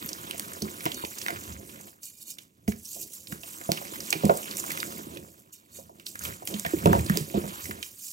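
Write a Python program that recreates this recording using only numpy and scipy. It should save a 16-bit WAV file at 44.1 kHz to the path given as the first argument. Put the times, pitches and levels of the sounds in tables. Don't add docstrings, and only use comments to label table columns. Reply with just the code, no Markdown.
import sys
import numpy as np
from scipy import signal
from scipy.fft import rfft, irfft, next_fast_len
from scipy.io import wavfile
from scipy.ndimage import uniform_filter1d, map_coordinates

SR = 44100
rng = np.random.default_rng(int(sys.argv[2]) if len(sys.argv) > 2 else 0)


def bounce(signal):
    frames = np.transpose(np.atleast_2d(signal))
    limited = np.clip(frames, -1, 1)
    pcm = np.round(limited * 32767).astype(np.int16)
    wavfile.write(sys.argv[1], SR, pcm)


def invert_db(x):
    u = np.asarray(x, float) / 20
    return 10 ** u


N = 358091

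# (frequency [Hz], width [Hz], level [dB])
TUB_MODES = [(89.5, 33.5, -3.5), (163.8, 7.4, 0.5), (207.2, 24, -1.5), (329.7, 67, -1.5), (412.2, 70, -4.5),
             (540, 64, -6), (690, 39, -6), (950, 134, -14)]


def unit(x):
    return x / np.sqrt(np.mean(x ** 2) + 1e-20)


def along(points, hz):
    f, *cols = np.transpose(points)
    return np.squeeze([np.interp(np.log(hz + 1), np.log(f + 1), c) for c in cols])


def filtered(x, response):
    m = next_fast_len(x.shape[-1] + 8192)
    spectrum = rfft(x, m) * response(np.fft.rfftfreq(m, 1 / SR))
    return irfft(spectrum, m)[..., :x.shape[-1]]


def peak(f, hz, width):
    return 1j * f * width / (hz * hz - f * f + 1j * f * width)


def wobble(rate):
    knots = rng.standard_normal(int(N * rate / SR) + 4)
    return map_coordinates(knots, [np.arange(N) * rate / SR])


def rubble(rate, spread_db, life, clump_db, bed):
    struck = rng.random(N) < rate / SR
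    sizes = struck * invert_db(spread_db * np.minimum(rng.exponential(size=N), 3))
    keep = np.exp(-1 / (life * SR))
    puffs = signal.lfilter([1], [1, -2 * keep, keep ** 2], sizes)
    swell = invert_db(clump_db * (wobble(14) + 0.69 * wobble(45)))
    return unit(swell * (bed + unit(puffs))) * rng.standard_normal((2, N))


def patchy(x, patchy_db):
    z = signal.stft(x, nperseg=256)[2]
    field = rng.standard_normal(z.shape[1:])
    for axis in (0, 1):
        field = uniform_filter1d(field, size=6, axis=axis)
    return signal.istft(z * invert_db(patchy_db * unit(field)), nperseg=256)[1][:, :N]


def swells(bed_db, rows):
    t = np.arange(N) / SR
    for s, db, rise, fall in rows:
        bed_db = np.maximum(bed_db, db - 10 * np.maximum((s - t) / rise, (t - s) / fall))
    return bed_db


def hush():
    # (frequency [Hz], level [dB])
    quiet = [(30, -5.5), (90, 2.5), (300, 1.5), (700, -32), (2000, -24), (15500, -33)]
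    noise = rng.standard_normal((2, N))
    return invert_db(-64) * unit(filtered(noise, lambda f: invert_db(along(quiet, f))))


def room(x):
    # (frequency [Hz], t60 [s])
    decay = [(150, 0.28), (1000, 0.31), (8000, 0.13)]
    hz, t, z = signal.stft(rng.standard_normal((2, SR // 3)), SR, nperseg=256)
    fade = invert_db(-60 * t / along(decay, hz)[:, None])
    tail = signal.istft(z * fade, SR, nperseg=256)[1]
    late = np.pad(x, ((0, 0), (150, 0)))
    return signal.fftconvolve(late, tail / np.linalg.norm(tail[0]), axes=1)[:, :N]


def tub(f):
    return sum((-1) ** k * invert_db(db) * peak(f, hz, w) for k, (hz, w, db) in enumerate(TUB_MODES))


def thuds():
    # (time [s], level [dB], boom [Hz], t60 [s])
    blows = [(0.0465, -34.5, 187, 0.062), (0.6234, -26.5, 379, 0.1), (0.8564, -25.5, 323, 0.079),
             (1.0381, -31.5, 358, 0.035), (1.3249, -37, 347, 0.12), (2.6813, -18, 212, 0.048),
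             (3.326, -29.0, 179, 0.029), (3.6913, -20.5, 330, 0.025), (3.7127, -24, 332, 0.063),
             (4.1534, -30, 320, 0.114), (4.2416, -15, 208, 0.11), (4.2915, -17, 409, 0.052),
             (6.5408, -28.5, 191, 0.38), (6.6618, -32.5, 162, 0.084), (6.7353, -18, 321, 0.093),
             (6.7716, -26, 314, 0.031), (6.8576, -13, 420, 0.071), (6.8752, -13.5, 181, 0.079),
             (6.929, -23, 350, 0.078), (6.969, -29.5, 441, 0.13), (7.0992, -16.5, 184, 0.16),
             (7.1735, -25.5, 348, 0.054), (7.2087, -26.5, 150, 0.082), (7.3437, -21.5, 371, 0.14),
             (7.3719, -19.5, 348, 0.074), (7.4408, -32, 174, 0.23)]
    out, t = np.zeros(N + SR), np.arange(SR // 4) / SR
    for s, db, hz, t60 in blows:
        fade = np.clip(1.25 * t60, .03, .35)
        boom = np.sin(2 * np.pi * hz * t) * invert_db(-60 * t / fade)
        for mode_hz, width, mode_db in TUB_MODES[:5]:
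            near_db = mode_db - 6 * abs(np.log2(mode_hz / hz)) + rng.normal(1.8, 6)
            ring = invert_db(near_db - 60 * t / min(fade, 4.1 / width))
            boom += ring * np.sin(2 * np.pi * mode_hz * rng.normal(1, 0.03) * t)
        boom *= 1 - np.exp(-t / .0025)
        out[round(s * SR):][:len(t)] += invert_db(db + 6.0) * boom / np.abs(boom).max()
    return out[:N] * [[1], [0]]


def knocks():
    # (time [s], level [dB], note [Hz], t60 [s])
    lumps = [(0.3465, -31, 725, 0.013), (0.6204, -34, 1400, 0.009), (0.8619, -20.5, 980, 0.021),
             (1.0379, -23.5, 950, 0.016), (1.2823, -24.5, 1410, 0.059), (2.6792, -25.5, 690, 0.0072),
             (2.963, -37, 620, 0.019), (3.4346, -40, 716, 0.015), (3.6129, -40, 720, 0.038),
             (3.6909, -14.5, 670, 0.021), (3.7178, -24, 886, 0.015), (3.8143, -29, 690, 0.0093),
             (4.1263, -24, 820, 0.031), (4.2355, -16.5, 540, 0.028), (4.2645, -18.7, 525, 0.024),
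             (4.2957, -6, 664, 0.026), (4.9882, -37, 1010, 0.021), (5.7879, -36, 540, 0.034),
             (5.8945, -37.4, 920, 0.013), (6.4226, -29.5, 725, 0.012), (6.651, -22.0, 715, 0.022),
             (6.7344, -27, 546, 0.017), (6.8579, -5.5, 570, 0.016), (6.9327, -10.5, 923, 0.026),
             (6.9502, -17, 950, 0.04), (7.0956, -31, 1430, 0.015), (7.3416, -25.0, 670, 0.03),
             (7.4381, -28, 540, 0.025)]
    out, t = np.zeros((2, N + SR)), np.arange(SR // 5) / SR
    for s, db, hz, t60 in lumps:
        fade = invert_db(-60 * t / np.clip(1.13 * t60, .01, .2))
        noise = fade ** 0.34 * rng.standard_normal((2, len(t)))
        rattle = filtered(noise, lambda f: tub(f) * peak(f, 764, 600) ** 2)
        note = (1 - np.exp(-t / 0.00035)) * fade * np.sin(2 * np.pi * hz * t) * [[1], [0]]
        out[:, round(s * SR):][:, :len(t)] += invert_db(db + 4.0) * (note + .5 * rattle / np.abs(rattle).max())
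    return out[:, :N]


def work():
    # (time [s], squeeze [dB], crumbs falling [dB])
    effort = [(0, -43, -39), (.8, -44, -39), (1.25, -39.5, -42), (1.65, -49.5, -41.5), (1.87, -50.5, -42),
              (1.98, -65, -62), (2.38, -59, -54), (2.52, -72, -64), (2.8, -64, -58), (3.25, -57, -54),
              (3.55, -46, -47), (3.85, -42, -39), (4.8, -38, -37.5), (5.17, -48, -37), (5.5, -66, -60),
              (6.38, -55, -46), (6.55, -41, -40), (7.7, -43, -46)]
    s, *cols = np.transpose(effort)
    t = np.arange(N) / SR
    let_go_db = np.minimum(70 * np.maximum(t - s[-1], 0), 18)
    return [np.interp(t, s, c) - let_go_db for c in cols]


def chalk(f):
    # (frequency [Hz], width [Hz], level [dB])
    block_tones = [(2400, 170, -7), (2900, 170, -7), (3750, 200, -6), (4410, 190, -2)]
    return sum(invert_db(db) * peak(f, hz, w) ** 2 for hz, w, db in block_tones)


def rub():
    # (frequency [Hz], level [dB])
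    powder = [(1900, -57), (2500, -14.5), (5100, -7), (5800, -5), (7300, 1.5), (9000, -6), (12500, -4.5),
              (15500, -8)]
    # (time [s], hiss [dB], rise [s per 10 dB], fall [s per 10 dB])
    strokes = [(.087, -38, .1, .2), (.845, -34, .05, .13), (1.06, -38, .06, .3), (1.694, -43, .06, .15),
               (1.886, -43, .045, .05), (2.038, -34.5, .012, .065), (2.232, -38, .085, .01),
               (2.303, -31, .027, .026), (2.42, -50, .08, .027), (2.681, -32.5, .002, .037),
               (2.85, -37, .012, .3), (2.958, -32, .1, .04), (3.028, -30, .04, .018),
               (3.145, -36, .045, .08), (3.31, -37, .04, .08), (3.49, -36, .12, .14), (4.578, -31, .08, .1),
               (4.787, -35, .2, .14), (5.393, -50, .07, .045), (5.53, -37, .005, .04),
               (5.762, -39, .03, .07), (6.062, -34, .003, .07), (6.242, -29.5, .027, .08),
               (6.475, -33, .012, .1), (7.174, -33, .09, .1), (7.64, -33, .07, .085),
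               (7.838, -37, .045, .12), (8.071, -32.5, .09, .08)]
    # (start [s], end [s], tones [dB])
    stroked = [
        (0.925, 1.05, -3.5),
        (1.99, 2.37, -15),
        (5.495, 5.85, -14),
        (7.253, 8.108, -24),
    ]
    t = np.arange(N) / SR
    dust = patchy(rubble(600, 4.3, 0.001, 0.87, 1.6), patchy_db=3)
    hiss = filtered(dust, lambda f: invert_db(along(powder, f)))
    tones = patchy(filtered(dust, chalk), patchy_db=2.5)
    held = 0
    for start, end, level in stroked:
        held = held + invert_db(level) * np.clip(np.minimum(t - start, end - t) / 0.022, 0, 1)
    dust_db = swells(work()[0] + 2.5, strokes)
    return invert_db(dust_db - 3.0) * (unit(hiss) + held * unit(tones))


def chips(rate, centre_hz, spread, turns, size_db, clump):
    draw = rng.random((int(rate * N / SR), 6, 3))
    cluster = (len(draw), 1)
    start = rng.random(cluster) * N - clump * SR * np.log(draw[..., 0] + 1e-3)
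    pitch = spread * (rng.standard_normal(cluster) + 0.41 * rng.standard_normal(start.shape))
    step = np.arange(200)
    cycles = step / SR * np.clip(centre_hz * np.exp(pitch), 700, 14000).reshape(-1, 1)
    size = invert_db(-size_db * np.log(draw[..., 1] + 0.034)).reshape(-1, 1)
    rings = size * cycles * np.exp(-cycles / turns) * np.sin(2 * np.pi * cycles)
    at = np.minimum(start, N).astype(int).reshape(-1, 1) + step
    late = (draw[..., 2] * 40).astype(int).reshape(-1, 1)
    return unit(np.array([np.bincount(k.ravel(), rings.ravel(), N + 400)[:N] for k in (at, at + late)]))


def crumble():
    # (frequency [Hz], level [dB])
    grit_colour = [(500, -50), (900, 5), (2000, -6), (3600, -2), (9000, -36.5)]
    # (time [s], grit [dB], crumbs [dB], tub shaken [dB])
    collapses = [(.02, -37, -36, -58), (.87, -40, -35, -57), (1.35, -38.5, -40, -41), (1.5, -45, -39, -36),
                 (2.7, -55, -49, -43), (2.99, -56, -39.5, -55), (3.32, -50, -37.5, -46),
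                 (3.73, -37.5, -50, -54), (4.28, -37.5, -28, -46), (5.15, -48, -35.5, -44),
                 (5.77, -55, -45, -49), (6.26, -34.5, -33.5, -34), (6.52, -39, -31.5, -60),
                 (6.9, -32.5, -16.5, -14.5), (7.15, -34, -29.5, -47), (7.37, -37.5, -22, -37),
                 (7.7, -44, -31.5, -38)]
    give, settle, shake = .05, .09, .1
    squeeze_db, fall_db = work()
    grit_db = swells(squeeze_db, [(s, db, give, settle) for s, db, _, _ in collapses])
    patter_db = swells(fall_db, [(s, db, give, settle) for s, _, db, _ in collapses])
    rumble_db = swells(fall_db - 19, [(s, db, give, shake) for s, _, _, db in collapses])

    grains = patchy(rubble(300, 2.7, 0.0021, 2.7, 1.0), patchy_db=-1)
    bed = filtered(grains, lambda f: invert_db(along(grit_colour, f)))
    grit = unit(bed) + 0.99 * chips(60, 2540, 0.53, 0.72, 5.2, .015)
    patter = filtered(rubble(250, 3, 0.0013, 1.0, 0.96), lambda f: tub(f) * peak(f, 250, 594))
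    floor = lambda f: peak(f, 91, 52) ** 2 + 0.62 * peak(f, 165, 37) ** 2
    rumble = filtered(rubble(26, 1.6, 0.0088, 0.37, 1.7), floor)
    return invert_db(grit_db - 6) * grit + invert_db(patter_db - 5.5) * unit(patter) + invert_db(rumble_db - 1.5) * unit(rumble)


def snaps():
    # (time [s], level [dB], pitch [Hz], t60 [s], broad crack [dB])
    fractures = [(.1307, -22.5, 5350, .014, -28), (.3097, -19.5, 2980, .011, -6.5),
                 (.396, -19, 7300, .0063, -2), (.8546, -16.5, 2210, .0083, -12),
                 (.8616, -16, 2240, .0092, -32), (1.263, -20, 1920, .005, -39),
                 (1.2832, -17, 1800, .006, -41), (3.718, -10, 4260, .005, -9),
                 (4.104, -12.5, 7060, .016, -28), (4.1264, -10.5, 2580, .019, -24),
                 (4.2525, -19, 6860, .014, -5), (4.2946, -18, 1370, .021, -41),
                 (4.5693, -18, 7450, .006, -25), (4.7173, -22, 10850, .021, 5),
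                 (4.8293, -18.5, 1800, .005, -35), (6.4736, -20, 2760, .016, 0),
                 (6.596, -21, 7340, .0095, -14), (6.6489, -19, 1770, .026, -48),
                 (6.8573, -17, 2730, .014, -14), (6.93, -9, 1500, .005, -22),
                 (7.0964, -16.4, 1580, .021, -19), (7.172, -12.4, 3520, .0072, 0)]
    # (time [s], level [dB], pitch [Hz])
    flakes = [(.0602, -25.5, 13210), (.0893, -23, 5300), (.3793, -29, 8350), (.533, -28.5, 7240),
              (.62, -23.5, 4900), (.9435, -25.6, 6600), (1.1843, -25.5, 6240), (1.215, -23.5, 4400),
              (1.81, -34, 7460), (2.031, -33.5, 6110), (3.135, -32, 7010), (3.2708, -33, 3750),
              (4.004, -26.5, 5070), (4.3711, -23, 8400), (4.51, -26.5, 4400), (4.599, -22.5, 7000),
              (4.801, -22.5, 3680), (6.065, -26, 4070), (6.1913, -28.5, 7300), (6.4524, -30.5, 11700),
              (7.0617, -29, 4040)]
    # (time [s], level [dB], pitch [Hz])
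    chunks = [(.806, -29, 2340), (.9173, -24.5, 3040), (1.0485, -24.5, 2750), (1.3039, -25, 1910),
              (1.7582, -37.5, 2060), (2.3843, -30.5, 3300), (2.6779, -26.5, 2120), (2.7192, -32, 2060),
              (3.3227, -27, 1640), (3.433, -32.5, 2890), (3.6127, -32.5, 1820), (3.7724, -26.5, 2760),
              (4.7033, -25, 2040), (4.773, -23, 2040), (5.1713, -31.5, 2820), (5.997, -37.5, 2700),
              (6.1545, -30, 1630), (6.2515, -27.5, 2740), (6.54, -25.5, 3190), (6.662, -22, 1960),
              (6.8706, -21, 1430), (6.993, -28.5, 2220), (7.655, -29.5, 2180), (7.7096, -26, 1920),
              (7.8274, -23.5, 3100)]
    # (t60 [s], broad crack [dB])
    flake_ring = (.024, -16)
    chunk_ring = (.022, -18)
    breaks = [*fractures]
    breaks += [(*row, *flake_ring) for row in flakes]
    breaks += [(*row, *chunk_ring) for row in chunks]
    out, t = np.zeros((2, N + SR)), np.arange(SR // 10) / SR
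    for s, db, hz, t60, crack_db in breaks:
        span = np.clip(t60, .004, .08)
        shape = (1 - np.exp(-t / 0.00038)) * invert_db(-60 * (t / span) ** 1.15)
        burst = shape * rng.standard_normal((2, len(t)))
        colour = lambda f: peak(f, hz, 0.34 * hz) * peak(f, hz, 2 * hz) + invert_db(crack_db + 3.5) * peak(f, 3100, 9000)
        burst = filtered(burst, colour)
        dust = invert_db(-60 * t / 0.43) * rng.standard_normal((2, len(t)))
        spill = filtered(dust, lambda f: peak(f, hz, 1.3 * hz))
        both = burst / np.abs(burst).max() + .07 * spill / np.abs(spill).max()
        out[:, round(s * SR):][:, :len(t)] += invert_db(db + 6) * both
    return out[:, :N]


def scene():
    hands = rub() + crumble() + snaps() + knocks() + thuds()
    return hands + invert_db(-12.5) * room(hands) + hush()


def far_port(f):
    # (frequency [Hz], level [dB], lag [half turns], likeness [0-1])
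    shading = [(80, -1.5, .08, .99), (300, -3.5, .2, .98), (550, -8, .5, .8), (780, -5, .85, .93),
               (1000, 1.5, 1, .94), (1450, 0, 1.06, .93), (2000, -5, 1.3, .87), (2700, -12, 2.1, .5),
               (3500, -10, 3, .6), (4300, -7, 3.6, .82), (5400, -3, 4, .92), (7100, -9, 4, .97),
               (9500, -5, 4, .98), (12500, 0, 4, .96)]
    level_db, lag, alike = along(shading, f)
    alike = np.clip(alike, 0, 1)
    return invert_db(level_db) * np.exp(-1j * np.pi * lag) * [alike, np.sqrt(1 - alike ** 2)]


def roll_off(x):
    return signal.sosfilt(signal.butter(12, 16990, fs=SR, output="sos"), x)


def record(dry):
    ports = np.array([filtered(dry, far_port).sum(axis=0), dry[0]])
    low_cut = lambda f: (1j * f / (55 + 1j * f)) ** 3
    band_limit = lambda f: np.where(f < 15800, 1, invert_db(-31.5))
    ports = filtered(ports, lambda f: band_limit(f) * low_cut(f))
    return roll_off(np.clip(ports, -1, 1))


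dry = scene()
out = record(dry)
bounce(out)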